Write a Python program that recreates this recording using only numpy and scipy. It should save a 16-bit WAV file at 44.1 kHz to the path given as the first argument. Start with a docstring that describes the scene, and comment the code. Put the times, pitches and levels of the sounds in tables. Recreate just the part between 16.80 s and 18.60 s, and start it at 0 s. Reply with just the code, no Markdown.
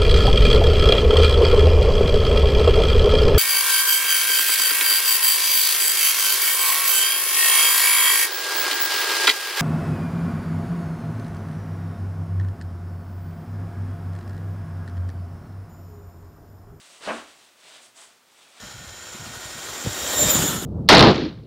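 """Over a faint outdoor hush, a thin, bent plywood sheet rubs along a plywood floor in uneven strokes.
One hard scrape ends with the sheet flopping down in a quick clatter that rings the wood and booms the floor.
Friction is noise made of dense tiny clicks; contacts are short pushes that excite damped modes.
Low thuds are decaying sines, and the shell of a stripped bus adds a short, diffuse echo to the wood."""
import sys
import numpy as np
from scipy import signal
from scipy.fft import rfft, irfft
from scipy.io import wavfile
from scipy.ndimage import uniform_filter1d

SR = 44100
rng = np.random.default_rng(int(sys.argv[2]) if len(sys.argv) > 2 else 0)


def output_pcm(signal):
    """Save a mono or channel-first signal as 16-bit PCM at the path in sys.argv[1].

    Samples are clipped to [-1, 1] before scaling.
    """
    pcm = np.clip(np.atleast_2d(signal).T, -1, 1) * 32767
    wavfile.write(sys.argv[1], SR, np.round(pcm).astype(np.int16))


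N = 79380  # samples, 1.8 s

# strongest modes of the sheet: f/Hz, relative level/dB, t60/s
SHEET = [(233.3, 1.5, 0.29), (304, -5.5, 0.48), (353, 2.5, 0.2), (414, -1.5, 0.29), (476.3, 2, 0.26),
         (563, 2.5, 0.2), (617, 0, 0.2), (692, 3.5, 0.27), (750, 1.5, 0.29), (841, -1, 0.45),
         (1046, 2, 0.25), (1123, 7.5, 0.31), (1456, -12, 0.19), (1636, -1, 0.2)]


def undb(db):
    """Amplitude ratio of a level in dB, by the definition of the decibel."""
    return 10 ** (np.asarray(db) / 20)


def unit(x):
    """Normalise to an rms value of 1."""
    return x / np.sqrt(np.mean(x ** 2))


def lookup(hz, table):
    """Linear interpolation of a table along a log-frequency axis."""
    f, v = np.array(table, float).T
    return np.interp(np.log(np.maximum(hz, 1)), np.log(f), v)


def convolve(x, response):
    """Linear superposition: each sample of x launches a scaled copy of the response."""
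    return signal.fftconvolve(x, response)[:N]


def colour(x, table):
    """Minimum-phase filtering by a folded cepstrum; the power of white noise is kept."""
    size = 8192
    gain = unit(undb(lookup(np.fft.rfftfreq(size, 1 / SR), table)))
    cepstrum = irfft(np.log(gain))
    # folding the negative times onto the positive ones makes the filter causal
    cepstrum[1:size // 2] *= 2
    cepstrum[size // 2 + 1:] = 0
    response = irfft(np.exp(rfft(cepstrum)))
    return convolve(x, response)


def decay(t, t60):
    """Exponential damping: the amplitude falls by 60 dB in t60 seconds."""
    return np.exp(-np.log(1000) * t / t60)


def walk(rate):
    """Band-limited random fluctuation of rms 1: held random values, smoothed over one hold."""
    hold = int(SR / rate)
    steps = np.repeat(rng.standard_normal(N)[:N // hold + 1], hold)
    return unit(uniform_filter1d(steps, hold)[:N])


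def dense_ring(t60s):
    """High modal density: modes overlap into unit-energy noise whose octave bands decay separately."""
    t, hz = np.arange(N) / SR, np.fft.rfftfreq(N, 1 / SR)
    lowest_hz = 60
    octave = np.log2(np.clip(hz, lowest_hz, 15360) / lowest_hz)
    noise = rfft(rng.standard_normal(N))
    ring = 0
    for k in range(9):
        t60 = lookup(lowest_hz * 2 ** k, t60s)
        # neighbouring bands crossfade as triangles
        band = irfft(noise * np.maximum(1 - abs(octave - k), 0), N)
        ring = ring + band * unit(decay(t, t60))
    return unit(ring) / np.sqrt(N)


def sheet_modes():
    """Modal superposition: damped sines whose random signs stand for where the sheet is touched."""
    t = np.arange(N // 2) / SR
    signs = rng.choice([-1, 1], len(SHEET))
    ring = 0
    for sign, (hz, db, t60) in zip(signs, SHEET):
        ring = ring + sign * undb(db) * np.sin(2 * np.pi * hz * t) * decay(t, t60)
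    return ring


def hush():
    """Stationary broadband noise: faint, steady outdoor sound inside the bus."""
    # spectrum of the hush: f/Hz, relative density/dB
    hush_spectrum = [(25, -48), (60, -17), (130, -7.5), (250, -1), (500, 0), (950, 0), (1600, -3),
                     (3000, -4), (6000, -7.5), (9000, -10), (12000, -14.5), (16000, -15.5)]
    return undb(-59.5) * colour(rng.standard_normal(N), hush_spectrum)


def grains():
    """Stick-slip friction: wood fibres catch and slip in dense tiny clicks of uneven size."""
    grains_per_s, spread_db = 14000, 4
    caught = rng.random(N) < grains_per_s / SR
    return unit(caught * rng.standard_normal(N) * undb(spread_db * rng.random(N)))


def sliding():
    """Friction-driven vibration: the edge rubs and rings the sheet, the face hisses, the body rasps."""
    # strokes: start t/s, end t/s, rise/s, fall/s (time constant of amplitude),
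    # edge rub level/dB, face hiss level/dB, woody body level/dB
    strokes = [(-0.05, 0.197, 0.036, 0.13, -54.5, -56, -67), (0.2, 0.259, 0.06, 0.059, -39, -46.5, -42.5),
               (0.292, 0.379, 0.036, 0.057, -46, -51, -45.5), (0.434, 0.51, 0.04, 0.14, -55, -58.5, -64),
               (0.539, 0.651, 0.091, 0.081, -58, -62.5, -70),
               (0.749, 0.959, 0.14, 0.075, -50.5, -56, -60.5), (0.999, 1.062, 0.036, 0.023, -57, -53, -73),
               (1.141, 1.237, 0.044, 0.042, -52.5, -50, -57),
               (1.276, 1.31, 0.026, 0.049, -59.5, -81, -63.5), (1.435, 1.73, 0.16, 0.14, -57.5, -61.5, -67),
               (1.713, 1.82, 0.083, 0.05, -52.5, -59, -58)]
    # spectra of edge rub, face hiss and woody body: f/Hz, relative density/dB
    rub_spectrum = [(60, -30), (140, -10.5), (250, -11.5), (400, -2), (500, -4.5), (650, 0), (900, -5.5),
                    (1700, -0.5), (2200, 0), (3300, 3), (4400, -1.5), (6500, -8), (9000, -20),
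                    (12000, -37.5)]
    hiss_spectrum = [(300, -24), (700, -4.5), (2500, -17), (4500, -7), (6200, -4), (8400, -1), (9600, -6.5),
                     (11000, -16.5), (13000, -26), (16000, -27)]
    body_spectrum = [(150, -21), (380, -16), (540, -15.5), (680, -1.5), (830, -2.5), (1020, 0),
                     (1220, -1.5), (1470, 0.5), (1950, -7), (4000, -20), (10000, -47)]
    judder_db, judder_per_s, ring_db = 0.63, 49, -19

    t = np.arange(N) / SR
    power = 0
    for start, end, rise, fall, rub_db, hiss_db, body_db in strokes:
        swell = np.clip((t - start) / rise, 0, 1)
        shape = swell * np.exp(-np.maximum(t - end, 0) / fall)
        # overlapping strokes add as powers
        power = power + np.outer(undb([rub_db, hiss_db, body_db]) ** 2, shape ** 2)
    judder = undb(judder_db * walk(judder_per_s))
    edge, face, body = (grains() * np.sqrt(p) * judder for p in power)
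    ring = sheet_modes()
    ringing = undb(ring_db) * convolve(edge, ring / np.linalg.norm(ring))
    rub = colour(edge, rub_spectrum)
    hiss = colour(face, hiss_spectrum)
    rasp = colour(body, body_spectrum)
    return rub + ringing + hiss + rasp


def flop():
    """Impact excitation: each contact is a short push, a crack, a dense ring and the main modes."""
    # contacts as the sheet lands bit by bit: t/s, relative level/dB, low-pass cutoff f/Hz
    contacts = [(0.207, -16.5, 700), (0.234, -13, 2200), (0.2605, -10, 3500), (0.2732, 3, 1480),
                (0.2835, 0, 2470), (0.2885, 1, 2740), (0.2945, -5.5, 2400), (0.2985, 0.5, 2420),
                (0.307, -5.5, 1690), (0.316, -7, 1400), (0.336, -8, 1980), (0.369, -17.5, 1830),
                (0.385, -18.5, 2000), (0.40, -20.5, 2180), (0.48, -32, 1800)]
    # spectrum of a contact: f/Hz, relative density/dB
    slap_spectrum = [(25, -72), (45, -48), (80, -34), (120, -22), (160, -26), (188, -5), (290, 2),
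                     (450, -1), (610, 3), (900, -2.5), (1100, 3), (1400, -2), (1600, 1), (2100, -4),
                     (3000, -4.5), (3900, -16.5), (8000, -20), (10000, -18), (13000, -31)]
    # decay of its dense ring: f/Hz, t60/s
    slap_t60 = [(60, 0.54), (190, 0.2), (400, 0.25), (1000, 0.22), (3000, 0.23), (10000, 0.2)]
    slap_db, crack_db, modes_db = -1, -16, -47.5

    slap, modes = np.zeros(N), np.zeros(N)
    for at, db, bright_hz in contacts:
        push = np.zeros(N)
        push[int(at * SR)] = undb(db)
        # a lower cutoff makes a longer, duller push
        push = signal.sosfilt(signal.butter(1, bright_hz, fs=SR, output="sos"), push)
        slap += undb(crack_db) * push + convolve(push, dense_ring(slap_t60))
        modes += convolve(push, sheet_modes())
    return undb(slap_db) * colour(slap, slap_spectrum) + undb(modes_db) * modes


def thuds():
    """Damped low modes of flexing sheet and floor; pitch may glide, rising as bending tightens the sheet."""
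    # thuds: t/s, initial f/Hz, glide/(Hz/s), relative level/dB, rise time constant/s, t60/s
    low_modes = [(0.268, 200.7, 378, -33.5, 0.012, 0.4), (0.279, 76.4, -2.5, -53.5, 0.054, 0.61),
                 (1.069, 116, 0, -59.5, 0.026, 0.18)]
    out = 0
    for at, hz, glide, db, rise, t60 in low_modes:
        age = np.maximum(np.arange(N) / SR - at, 0)
        # cycles are the time integral of the gliding frequency
        cycles = hz * age + glide * age ** 2 / 2
        envelope = (1 - np.exp(-age / rise)) * decay(age, t60)
        out = out + undb(db) * np.sin(2 * np.pi * cycles) * envelope
    return out


def bus_echo(wood):
    """Diffuse reverberation: the bus shell returns the wood's sound as a dense decaying ring."""
    # reverberation of the bus: f/Hz, t60/s
    bus_t60 = [(100, 0.57), (1000, 0.35), (4000, 0.6), (12000, 0.26)]
    return undb(-10) * convolve(wood, dense_ring(bus_t60))


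def scene():
    """Superposition of wood, bus echo, thuds and hush, identical in both channels."""
    wood = sliding() + flop()
    mono = wood + bus_echo(wood) + thuds() + hush()
    return np.array([mono, mono])


def record(dry):
    """Band limitation: a steep elliptic low-pass removes the treble above 15.8 kHz."""
    low_pass = signal.ellip(10, .2, 70, 15800, fs=SR, output="sos")  # 0.2 dB ripple, 70 dB stop band
    return signal.sosfilt(low_pass, dry)


dry = scene()
out = record(dry)
output_pcm(out)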